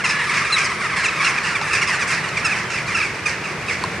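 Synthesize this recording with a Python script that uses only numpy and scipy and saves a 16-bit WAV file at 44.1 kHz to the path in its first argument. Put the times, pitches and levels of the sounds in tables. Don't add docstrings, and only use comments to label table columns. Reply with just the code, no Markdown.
import sys
import numpy as np
from scipy import signal
from scipy.fft import rfft, irfft
from scipy.io import wavfile

SR = 44100
rng = np.random.default_rng(int(sys.argv[2]) if len(sys.argv) > 2 else 0)


def inscribe(sig):
    pcm = np.round(np.clip(np.atleast_2d(sig).T, -1, 1) * 32767)
    wavfile.write(sys.argv[1], SR, pcm.astype(np.int16))


N = 176400
TREBLE_FROM_HZ = 4100


def from_db(db):
    return 10 ** (np.asarray(db) / 20)


def rms_one(x):
    return x / np.sqrt(np.mean(x ** 2) + 1e-20)


def in_time(rows):
    return np.interp(np.arange(N) / SR, *np.transpose(rows))


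def at_hz(points, hz):
    freqs, values = np.transpose(points)
    return np.interp(np.log(hz + 1e-9), np.log(freqs), values)


def add(out, start_s, sound, pan_db=0):
    i = int(start_s * SR)
    a, b = max(i, 0), min(i + sound.shape[-1], N)
    if b > a:
        out[:, a:b] += from_db([[pan_db], [-pan_db]]) * sound[..., a - i:b - i]


def stereo_noise(likeness, size, spectrum=None):
    mid, side = rfft(rng.standard_normal((2, size)))
    hz = np.arange(len(mid)) * SR / size
    alike = np.clip(at_hz(likeness, hz), -1, 1)
    colour = 1 if spectrum is None else from_db(at_hz(spectrum, hz))
    left_right = np.sqrt(1 + alike) * mid + np.sqrt(1 - alike) * side * [[1], [-1]]
    return rms_one(irfft(colour * left_right, size))


def rasp(throat, treble_db=6):
    # frequency in Hz, left-right likeness of the rasp.
    likeness = [(2500, 0.95), (5000, 0.59), (8000, -0.19)]
    return stereo_noise(likeness, N, [(hz, db + treble_db * (hz > TREBLE_FROM_HZ)) for hz, db in throat])


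def call(throat, hiss, length, start_hz, end_hz, level_db, treble_db, rough):
    attack_s, release_s, hiss_release_s = 0.0073, 0.013, 0.073
    jitter_depth, jitter_hz, flutter_depth, scatter_rad = 0.0905, 601.8, 0.73, 1.2
    sag_db, overtone_spread_db, top_hz = 3, 4, 12500
    t = np.arange(int((length + 2 * hiss_release_s) * SR)) / SR
    *wobbles, overtone_draws = rng.standard_normal(size=(3, 512))
    offset = int(rng.random() * N / 2)
    progress = np.minimum(t / length, 1)
    hoarse = rough * (0.31 + progress)
    envelope = from_db(level_db - sag_db * progress) * np.minimum(t / attack_s, 1)
    hiss_release = np.exp(-2 * np.maximum(t - length, 0) / hiss_release_s)
    out = from_db(1 + treble_db / 2) * hoarse * hiss_release * hiss[:, offset:offset + len(t)]

    voiced = t < length + 2 * release_s
    t, hoarse = t[voiced], hoarse[voiced]
    jitter, flutter = (np.interp(t * jitter_hz, np.arange(len(w)), w) for w in wobbles)
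    glide = np.minimum((t / length) ** 1.5, 1.4)
    pitch = start_hz * (end_hz / start_hz) ** glide
    phase = 2 * np.pi * np.cumsum(pitch * (1 + jitter_depth * hoarse * jitter)) / SR
    scatter = scatter_rad * hoarse * flutter
    harmonics = range(1, int(top_hz / start_hz) + 1)
    throat_gains = from_db(at_hz(throat, np.outer(harmonics, pitch[::32])))
    voice = 0
    for k in harmonics:
        own_db = overtone_spread_db * min(overtone_draws[k], 1) * (k > 2)
        boost_db = treble_db * (k * start_hz > TREBLE_FROM_HZ)
        gain = np.repeat(throat_gains[k - 1] * from_db(own_db + boost_db), 32)[:len(t)]
        blur = np.clip((k - 2) / 2, 0, 2) * np.roll(scatter, 331 * k)
        voice += gain * np.sin(k * phase + blur)
    release = np.exp(-2 * np.maximum(t - length + release_s / 2, 0) / release_s)
    out[:, :len(t)] += voice * release * (1 + flutter_depth * hoarse * flutter) / np.sqrt(1 + hoarse ** 2)
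    return envelope * out


def flock(count=200):
    # frequency in Hz, gain in dB.
    far_throat = [(600, -15.5), (850, -10), (1150, 0), (1700, 4.5), (2400, 0.5), (2720, -4.5), (3050, -12),
                  (4000, -14.5), (5400, -14.5), (7000, -22.5), (9000, -20), (11000, -35.5), (13500, -49)]
    # time in seconds, relative level in dB.
    chatter_level = [(0.0, -13.5), (0.13, -20.5), (0.42, -17), (0.64, -20.5), (0.72, -21.5), (0.82, -20),
                     (1.04, -17.5), (1.17, -22.5), (1.27, -16.5), (1.69, -21), (1.78, -21.5), (1.98, -18),
                     (2.15, -21.5), (2.33, -29), (2.56, -21), (2.68, -32.5), (2.86, -27), (3.61, -33),
                     (4.0, -29)]
    typical_hz, typical_s, fall_ratio = 1168.3, .04, .75
    out, hiss = np.zeros((2, N)), rasp(far_throat)
    draws = rng.standard_normal(size=(count, 7))
    for i, (when, pitch, length, fall, loud, side, bright) in enumerate(draws):
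        start_s = (i + when) / count * (N / SR + typical_s) - typical_s
        start_hz = typical_hz * np.exp(.13 * pitch)
        end_hz = start_hz * fall_ratio * np.exp(0.0808 * fall)
        sound = call(far_throat, hiss, typical_s * np.exp(.3 * length), start_hz, end_hz,
                     level_db=3 * min(loud, 1.5), treble_db=3 * bright, rough=.45)
        add(out, start_s, sound, pan_db=0.5 * side)
    return rms_one(out) * from_db(in_time(chatter_level) - 4.5)


def air():
    # frequency in Hz, relative noise density in dB.
    spectrum = [(25, -40), (45, -16.5), (90, -5), (145, 0), (200, -3), (260, -11.5), (370, -5.5),
                (520, -8.5), (800, -11), (2400, -7.5), (3100, -20), (5500, -22.5), (9000, -31),
                (11000, -39), (13000, -44), (15500, -81)]
    # time in seconds, level in dB.
    level = [(0, -30), (1.5, -29.5), (2.4, -27.5), (3.2, -28.5), (4, -27)]
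    # frequency in Hz, left-right likeness.
    likeness = [(100, 0.99), (600, .92), (2500, 0.77), (5000, 0.34), (9000, 0.041)]
    return from_db(in_time(level)) * stereo_noise(likeness, N, spectrum)


def near_birds(wall_db=-11.5, wall_delay_s=(0.0052, .028)):
    # start in seconds, length in seconds, start and end pitch in Hz,
    # relative level in dB, treble boost in dB, roughness from 0 to 1.
    tchaks = [ (.040, .034, 1403, 1135, -13.5, 0.5, .35), (0.088, 0.03, 1345, 1245, -20.5, 8.5, 0.54),
              (.29, 0.019, 1147, 1015, -18, -2, 0.4), (.335, 0.061, 1254, 1046, -20.5, 0, 0.94),
              (.445, 0.038, 1310, 1143, -20.5, -2, 0.5), (.559, 0.024, 1157, 909, -15, -4, 0.26),
              (.578, 0.021, 1316, 987, -14.5, 4, 0.38), (.6, 0.043, 811, 752, -23, -1, 0.34),
              (0.637, 0.034, 1323, 1133, -24.5, 12.5, 0.44), (.96, 0.075, 884, 771, -24, 5, 0.4),
              (1.039, 0.034, 1445, 1107, -14.5, 1.5, 0.27), (1.079, .02, 1363, 1200, -13.5, -7, 0.1),
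              (1.195, 0.033, 1196, 986, -20, -6, 0.73), (1.24, 0.029, 1415, 1280, -16, 3, 0.52),
              (1.26, 0.027, 1427, 1268, -12.5, -4, 0.2), (1.28, 0.022, 1345, 1063, -22, 4, .22),
              (1.374, 0.021, 1310, 1068, -15, -4, 0.12), (1.4, 0.041, 1474, 1240, -35.5, 12, 0.6),
              (1.44, 0.048, 1407, 1223, -21, -3, 0.84), (1.548, 0.021, 1224, 1092, -15, -5.5, 0.24),
              (1.705, 0.027, 1380, 1180, -17.5, -4.5, 0.3), (1.726, 0.041, 1297, 1135, -16, 4, .55),
              (1.772, 0.037, 1366, 1146, -19.5, -2, 0.37), (1.812, 0.018, 1422, 1367, -12, 0, 0.2),
              (1.821, 0.022, 1172, 942, -13, -1, 0.2), (1.87, 0.043, 1306, 1124, -22, 7.5, 0.52),
              (1.922, 0.032, 946, 850, -27, 9, 0.25), (1.935, 0.038, 1480, 1297, -32.5, 14, 0.17),
              (2.006, 0.03, 1266, 1094, -24.5, 9.5, .3), (2.07, 0.056, 1282, 1096, -28.5, 17, 0.73),
              (2.125, 0.033, 1101, 826, -23, 3, .55), (2.169, 0.023, 914, 803, -28, 3, 0),
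              (2.236, 0.018, 990, 910, -22.5, -16, 0), (2.282, 0.017, 1500, 1310, -23, 6.5, 0.2),
              (2.367, 0.019, 1248, 1013, -12.5, -2, .15), (2.393, 0.016, 1220, 930, -31, 11, 0),
              (2.444, 0.033, 1385, 1200, -13.5, 4, 0.08), (2.474, 0.043, 879, 796, -25, 0, .55),
              (2.51, 0.0327, 1315, 1130, -17, -5, .3), (2.55, 0.045, 1386, 1150, -25, 3, 0.79),
              (2.697, 0.034, 1434, 1244, -23.5, 4, 0.63), (2.734, 0.028, 1393, 1236, -19.5, 0.5, 0.45),
              (2.771, 0.024, 1284, 1040, -20, -2, .3), (2.875, 0.062, 1210, 947, -24, -1, .6),
              (2.943, 0.028, 1420, 1192, -13, -2.5, 0.15), (2.965, .022, 900, 724, -25.5, 8, 0.8),
              (2.98, 0.015, 1334, 1276, -14.5, -17, 0.07), (2.997, 0.027, 1323, 1070, -15, -15, 0.12),
              (3.008, 0.051, 873, 666, -28.5, -10, 0.06), (3.02, .042, 1368, 1094, -19.5, -3, 0.28),
              (3.048, 0.034, 1160, 1060, -22.5, 1.5, 0.22), (3.14, 0.024, 1335, 1080, -39.5, 17.5, 0.57),
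              (3.255, .022, 1277, 1080, -12, 2.5, 0.25), (3.274, 0.029, 1148, 857, -27, 10, 0.8),
              (3.310, 0.043, 975, 795, -28, -9, 0.33), (3.437, .04, 1359, 1128, -24, -3, .55),
              (3.678, 0.051, 1290, 1042, -19.5, -4, 0.83)]
    caw = (.11, .11, 575, 562, -25, 0, .15)
    squeak = (.520, .038, 1375, 1270, -15, 0, .06)
    # frequency in Hz, gain in dB.
    tchak_throat = [(600, -18.5), (900, -19), (1150, -11), (1400, -6), (1650, 5), (2350, 2), (2750, 0),
                    (3050, -12), (3600, -16.5), (4050, -14.5), (4450, -15), (5400, -12.5), (7000, -19.5),
                    (9000, -22), (11000, -37), (13500, -57.5)]
    caw_throat = [(560, -20), (1690, 3), (2260, -12), (2850, -5), (12000, -50)]
    squeak_throat = [(1300, -18), (2650, -6), (3200, -8), (3800, 0), (4150, 0), (5300, -25), (6700, -19),
                     (8000, -14), (9200, -17), (11000, -36), (13500, -52)]
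    out, hiss = np.zeros((2, N)), rasp(tchak_throat)
    for start_s, *shape in tchaks:
        sound = call(tchak_throat, hiss, *shape)
        add(out, start_s, sound)
        add(out, start_s + rng.uniform(*wall_delay_s), from_db(wall_db) * sound)
    add(out, caw[0], call(caw_throat, hiss, *caw[1:]))
    add(out, squeak[0], call(squeak_throat, hiss, *squeak[1:]))
    return from_db(-1.5) * out


def echoes(x, t60_s=0.89, build_s=0.037, cutoff_hz=3600):
    # frequency in Hz, left-right likeness of the tail.
    likeness = [(1000, 0.93), (2500, 0.72), (5000, 0.64), (8000, 0.045)]
    t = np.arange(SR) / SR
    tail = stereo_noise(likeness, size=SR) * from_db(-60 * t / t60_s) * np.minimum(t / build_s, 1) ** 2
    lowpass = signal.butter(1, cutoff_hz, fs=SR, output="sos")
    tail = signal.sosfilt(lowpass, rms_one(tail) / np.sqrt(SR))
    return signal.fftconvolve(x, tail, axes=1)[:, :N]


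def whistles():
    # start in seconds, length in seconds, pitch in Hz, level in dB, octave's relative dB.
    notes = [(.47, .2, 4503, -48, 1), (.70, .22, 4503, -46, 1), (2.63, .09, 3100, -40, -25)]
    out = np.zeros((2, N))
    for start_s, length, hz, db, octave_db in notes:
        phase = 2 * np.pi * hz * np.arange(int(length * SR)) / SR
        tone = np.sin(phase) + from_db(octave_db) * np.sin(2 * phase)
        add(out, start_s, from_db(db) * signal.windows.tukey(len(phase), .5) * tone)
    return out


def knocks():
    # start in seconds, level in dB, factor on the mode frequencies.
    hits = [(1.615, -23.5, 0.8), (3.839, -18.5, 0.946)]
    # base frequency in Hz, relative level in dB, seconds to fall by 60 dB.
    modes = [(965, 7, 0.018), (1118, 9, .028), (4670, 7, 0.0049), (9000, 0, 0.0032)]
    out, t = np.zeros((2, N)), np.arange(SR // 10) / SR
    for start_s, db, factor in hits:
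        ring = sum((-1) ** k * from_db(db + mode_db - 60 * t / t60) * np.sin(2 * np.pi * hz * factor * t)
                   for k, (hz, mode_db, t60) in enumerate(modes))
        add(out, start_s, ring)
    return out


def scene():
    # time in seconds, left minus right in dB.
    direction = [(0, -0.8), (1.5, -1.5), (2.8, -2.5), (4, -3)]
    near, far = near_birds(), flock()
    birds = near + far + echoes(from_db(-12.5) * near + from_db(-3) * far)
    pan = from_db(in_time(direction) * [[.5], [-.5]])
    return birds * pan + air() + knocks() + whistles()


def record(dry, stop_hz=15700):
    return signal.sosfilt(signal.cheby2(12, 70, stop_hz, fs=SR, output="sos"), dry)


dry = scene()
out = record(dry)
inscribe(out)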